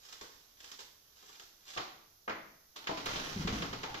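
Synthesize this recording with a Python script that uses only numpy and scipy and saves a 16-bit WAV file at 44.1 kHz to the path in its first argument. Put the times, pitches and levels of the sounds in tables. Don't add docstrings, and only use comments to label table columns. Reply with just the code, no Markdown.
import sys
import numpy as np
from scipy import signal
from scipy.fft import rfft, irfft
from scipy.io import wavfile
from scipy.ndimage import uniform_filter1d

SR = 44100
rng = np.random.default_rng(int(sys.argv[2]) if len(sys.argv) > 2 else 0)


def digitize_waveform(pressure):
    field = np.atleast_2d(pressure).T
    bounded = np.clip(field, -1, 1)
    quanta = np.round(bounded * 32767).astype(np.int16)
    wavfile.write(sys.argv[1], SR, quanta)


N = 176400


def knocks():
    bands_hz = [200, 900, 1900, 3800]
    # (time [s], gain in each of the four bands [dB])
    blows = [(1.773, -2.5, 4.5, 4.5, 0.5), (2.277, -4, 4.5, 7, -15), (2.294, 1, -1.5, 8.5, -9.5),
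             (2.760, -38, -8, -10.5, -6.5), (2.870, -5, 0, 7, 0.5), (2.892, 3.5, 8.5, -19, -15),
             (2.972, -1.5, -6, -1, -5), (3.057, -0.5, 2, 5, 1.5), (3.084, -24, 4, -1, -10),
             (3.157, -2, -3, -1, 0), (3.472, 8, 2.5, 6, 1.5), (3.492, -4, -2, -16, -9),
             (3.620, 5, 2.5, 4, -2), (3.728, 1.5, 0, -1, -5), (3.831, -2, 0.5, 2.5, -3),
             (3.941, -1.5, -2.5, 0, -4.5)]
    # (frequency [Hz], gain [dB])
    wood_eq = [(65, -12), (170, 1), (1200, 4.5), (1700, -2.5), (4200, 2.5), (5600, -5.5), (7000, -6.5),
               (8500, -32.5)]
    out = np.zeros(N)
    for s, *gains_db in blows:
        add(out, s, colour(burst(decay_s=0.0075), list(zip(bands_hz, gains_db))))
    return colour(out, wood_eq)


def slats():
    # (time [s], pitch [Hz], level [dB])
    strikes = [(1.764, 757, -36), (2.277, 651, -39), (2.297, 1244, -38.5), (2.892, 643.5, -33.5)]
    # (pitch ratio [1], level [dB], t60 [s])
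    modes = [(.49, -6.5, .13), (1, 1, .11), (1.56, 1.5, 0.12)]
    out, t = np.zeros(N), np.arange(SR) / SR
    for s, hz, db in strikes:
        add(out, s, amp(db) * modal_ring(modes, hz, t))
    return out


def drag():
    # (time [s], scrape [dB], rumble [dB])
    pull = [(2.74, -64, -108), (2.797, -53, -84), (3.03, -48.5, -59.5), (3.08, -42, -50.5),
            (3.33, -41.5, -52.5), (3.43, -45.5, -42), (3.56, -41.5, -44.5), (3.68, -48.5, -49),
            (3.80, -54, -64), (3.87, -53, -56.5), (4.0, -49, -63)]
    # (frequency [Hz], gain [dB])
    scrape_eq = [(60, -16.5), (200, -3), (1200, 0.5), (2100, -4.5), (3200, -3), (6300, -6), (8600, -23.5),
                 (15000, -26.5)]
    rumble_eq = [(30, -1), (70, -5), (170, -1), (280, -5.5), (1500, -53.5)]
    s, scrape_db, rumble_db = np.transpose(pull)
    t = np.arange(N) / SR
    scrape = unit(colour(grains(per_s=500, spread_db=5), scrape_eq))
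    rumble = unit(colour(rng.standard_normal(N), rumble_eq))
    scrape *= amp(np.interp(t, s, scrape_db))
    rumble *= amp(np.interp(t, s, rumble_db))
    return (t > s[0]) * (scrape + rumble)


def booms(rise_s=0.00093):
    # (time [s], pitch [Hz], level [dB])
    jolts = [(1.783, 126, -52), (3.158, 172, -40.5), (3.362, 192, -32.5), (3.396, 157, -31),
             (3.449, 175.5, -29), (3.475, 204, -37), (3.528, 214, -33), (3.605, 175, -36.5)]
    # (pitch ratio [1], level [dB], t60 [s])
    modes = [(.62, -7.5, 0.1), (1, 1.5, 0.15), (1.98, -11.5, 0.16)]
    out, t = np.zeros(N), np.arange(SR // 2) / SR
    attack = 1 - np.exp(-t / rise_s)
    for s, hz, db in jolts:
        add(out, s, amp(db) * attack * modal_ring(modes, hz, t))
    return out


def fittings():
    # (time [s], level [dB])
    snaps = [(2.760, -20.5), (3.056, -12)]
    # (frequency [Hz], gain [dB])
    iron_eq = [(2000, -36.5), (7000, -5.5)]
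    out = np.zeros(N)
    for s, db in snaps:
        add(out, s, amp(db) * burst(decay_s=0.004))
    return colour(out, iron_eq)


def creaks(damping_hz=94):
    # (time [s], length [s], pitch [Hz], level [dB])
    slips = [(3.835, 0.037, 887, -44), (3.869, 0.042, 790, -45)]
    out = np.zeros(N)
    for s, length_s, hz, db in slips:
        t = np.arange(0, length_s, 1 / SR)
        ring = np.exp(-np.pi * damping_hz * t) * t * np.sin(2 * np.pi * hz * t)
        rub = signal.fftconvolve(rng.standard_normal(len(t)), ring)[:len(t)]
        add(out, s, amp(db) * unit(rub * np.sin(np.pi * t / length_s)))
    return out


def feet():
    # (time [s], sole [dB], straw [dB])
    steps = [(.125, -33, -14.5), (.211, 3.5, -15.5), (.224, -16, -22), (.603, -15.5, -20),
             (0.642, -40, -17.5), (.715, -18, -14), (0.79, -6.5, -16), (.802, -21, -16),
             (1.226, -11.5, -28), (1.294, -10.5, -30), (1.396, -9.5, -17)]
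    # (peak time [s], rise [s], fall [s], level [dB])
    shuffles = [(.09, 0.14, 0.034, -53), (.21, 0.079, 0.22, -59), (.70, 0.13, 0.039, -54.5),
                (1.34, 0.23, 0.16, -57), (1.721, 0.073, 0.049, -45.5)]
    # (frequency [Hz], gain [dB])
    sole_eq = [(130, -17), (400, -6), (650, -11.5), (1200, -7), (2000, -21), (9000, -43)]
    straw_eq = [(100, -14), (1200, 3.5), (2200, 0), (3500, 6), (6200, 4.5), (7500, 0.5), (8700, -15)]
    sole, straw, brushing = np.zeros((3, N))
    t = np.arange(N) / SR
    for s, sole_db, straw_db in steps:
        add(sole, s, amp(sole_db) * burst(decay_s=0.0045))
        add(straw, s, amp(straw_db) * burst(decay_s=0.004))
    for s, rise_s, fall_s, db in shuffles:
        width_s = np.where(t < s, rise_s, fall_s)
        brushing += amp(db) * np.exp(-((t - s) / width_s) ** 2)
    rustle = unit(colour(grains(per_s=600, spread_db=3.5), straw_eq))
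    return colour(sole, sole_eq) + colour(straw, straw_eq) + brushing * rustle


def bounce(x, decay_s=0.007):
    echo = diffuse(np.array([burst(decay_s), burst(decay_s)]))
    return signal.oaconvolve(x[None], echo, axes=1)[:, :N]


def barn(x, early_per_s=1200, early_decay_s=0.023, early_db=-5, tail_rise_s=0.0091, tail_db=-2):
    # (frequency [Hz], t60 [s])
    reverb_times = [(100, 0.77), (700, 0.57), (1840, 0.62), (4850, 0.58), (9000, 0.58), (15000, 1)]
    t = np.arange(SR) / SR
    early = rng.standard_normal((2, SR)) * (rng.random((2, SR)) < early_per_s / SR)
    early *= np.exp(-t / early_decay_s)
    hz, frame_s, bands = signal.stft(rng.standard_normal((2, SR)), SR, nperseg=256)
    bands *= amp(-60 * frame_s / read(reverb_times, hz)[:, None])
    tail = signal.istft(bands, SR, nperseg=256)[1][:, :SR]
    tail *= 1 - np.exp(-t / tail_rise_s)
    echo = diffuse(amp(early_db) * unit(early) + amp(tail_db) * unit(tail)) / np.sqrt(SR)
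    return signal.fftconvolve(x[None], echo, axes=1)[:, :N]


def varied_echoes(x, tails=4, cycle_s=0.37):
    turns = np.arange(N) / SR / cycle_s
    shares = np.array([np.maximum(np.cos(2 * np.pi * (turns - k / tails)), 0) for k in range(tails)])
    shares /= np.linalg.norm(shares, axis=0)
    return sum(barn(x * share) for share in shares)


def hiss():
    # (frequency [Hz], gain [dB])
    hiss_eq = [(60, 16.5), (150, 8.5), (1200, 6.5), (2000, 0), (6300, 13), (8500, -8), (12500, 13),
               (15000, 2.5)]
    noise = diffuse(rng.standard_normal((2, N)))
    return unit(np.array([colour(port, hiss_eq) for port in noise]))


def diffuse(pair, spacing_m=0.23, sound_m_per_s=343):
    a, b = rfft(pair)
    hz = np.fft.rfftfreq(pair.shape[1], 1 / SR)
    coherence = np.sinc(2 * hz * spacing_m / sound_m_per_s)
    return irfft(np.array([a, coherence * a + np.sqrt(1 - coherence ** 2) * b]), pair.shape[1])


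def burst(decay_s, rise_s=0.00069, size=8192):
    t = np.arange(size) / SR
    envelope = (1 - np.exp(-t / rise_s)) * np.exp(-t / decay_s)
    x = rng.standard_normal(size) * envelope
    for _ in range(6):
        x = irfft(np.exp(1j * np.angle(rfft(x))))
        local_rms = np.sqrt(abs(uniform_filter1d(x ** 2, size=128)) + 1e-12)
        x = x * envelope / local_rms
    return x / np.linalg.norm(x)


def grains(per_s, spread_db):
    size = amp(spread_db * np.minimum(rng.exponential(1, N), 4))
    return unit(size * rng.choice([-1, 1], N) * (rng.random(N) < per_s / SR))


def modal_ring(modes, hz, t):
    return sum(amp(db - 60 * t / t60_s) * np.sin(2 * np.pi * hz * ratio * t)
               for ratio, db, t60_s in modes)


def colour(x, eq, size=4096):
    log_gain = np.log(amp(read(eq, abs(np.fft.fftfreq(size, 1 / SR)))))
    response = np.exp(np.conj(signal.hilbert(log_gain)))
    taps = np.fft.ifft(response).real[:size // 2]
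    return signal.fftconvolve(x, taps)[:len(x)]


def read(points, hz):
    points_hz, values = np.transpose(points)
    return np.interp(np.log(hz + 1), np.log(points_hz + 1), values)


def add(mix, s, sound):
    part = mix[max(round(s * SR), 0):][:len(sound)]
    part += sound[:len(part)]


def amp(db):
    return 10 ** (np.asarray(db) / 20)


def unit(x):
    return x / np.sqrt(np.mean(x ** 2) + 1e-20)


def scene(hits_db=-1.5, direct_db=-8, bounce_db=-9, boom_send_db=-12, hiss_db=-64, port_lag_s=0.000349):
    hits = feet() + knocks() + fittings() + slats()
    far = amp(hits_db) * hits + creaks() + drag()
    panel = booms()
    t = np.arange(N) / SR
    direct = amp(direct_db) * np.array([far, np.interp(t - port_lag_s, t, far)])
    background = amp(hiss_db) * hiss()
    thrown_back = amp(bounce_db) * bounce(hits)
    reverb = varied_echoes(far + amp(boom_send_db) * panel)
    return direct + panel + thrown_back + reverb + background


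def record(dry, cutoff_hz=15500):
    # (frequency [Hz], left minus right [dB])
    balance = [(500, 0.8), (800, 3), (1300, 0), (2300, 2), (4500, -9), (5900, -8.5), (7800, 9.5),
               (9200, -27), (12000, -3)]
    hz, balance_db = np.transpose(balance)
    right_db = -10 * np.log10((1 + amp(balance_db) ** 2) / 2)
    left = colour(dry[0], list(zip(hz, right_db + balance_db)))
    right = colour(dry[1], list(zip(hz, right_db)))
    lowpass = signal.firwin(511, cutoff_hz, window=("kaiser", 9), fs=SR)
    return signal.oaconvolve(np.array([left, right]), lowpass[None], "same")


dry = scene()
out = record(dry)
digitize_waveform(out)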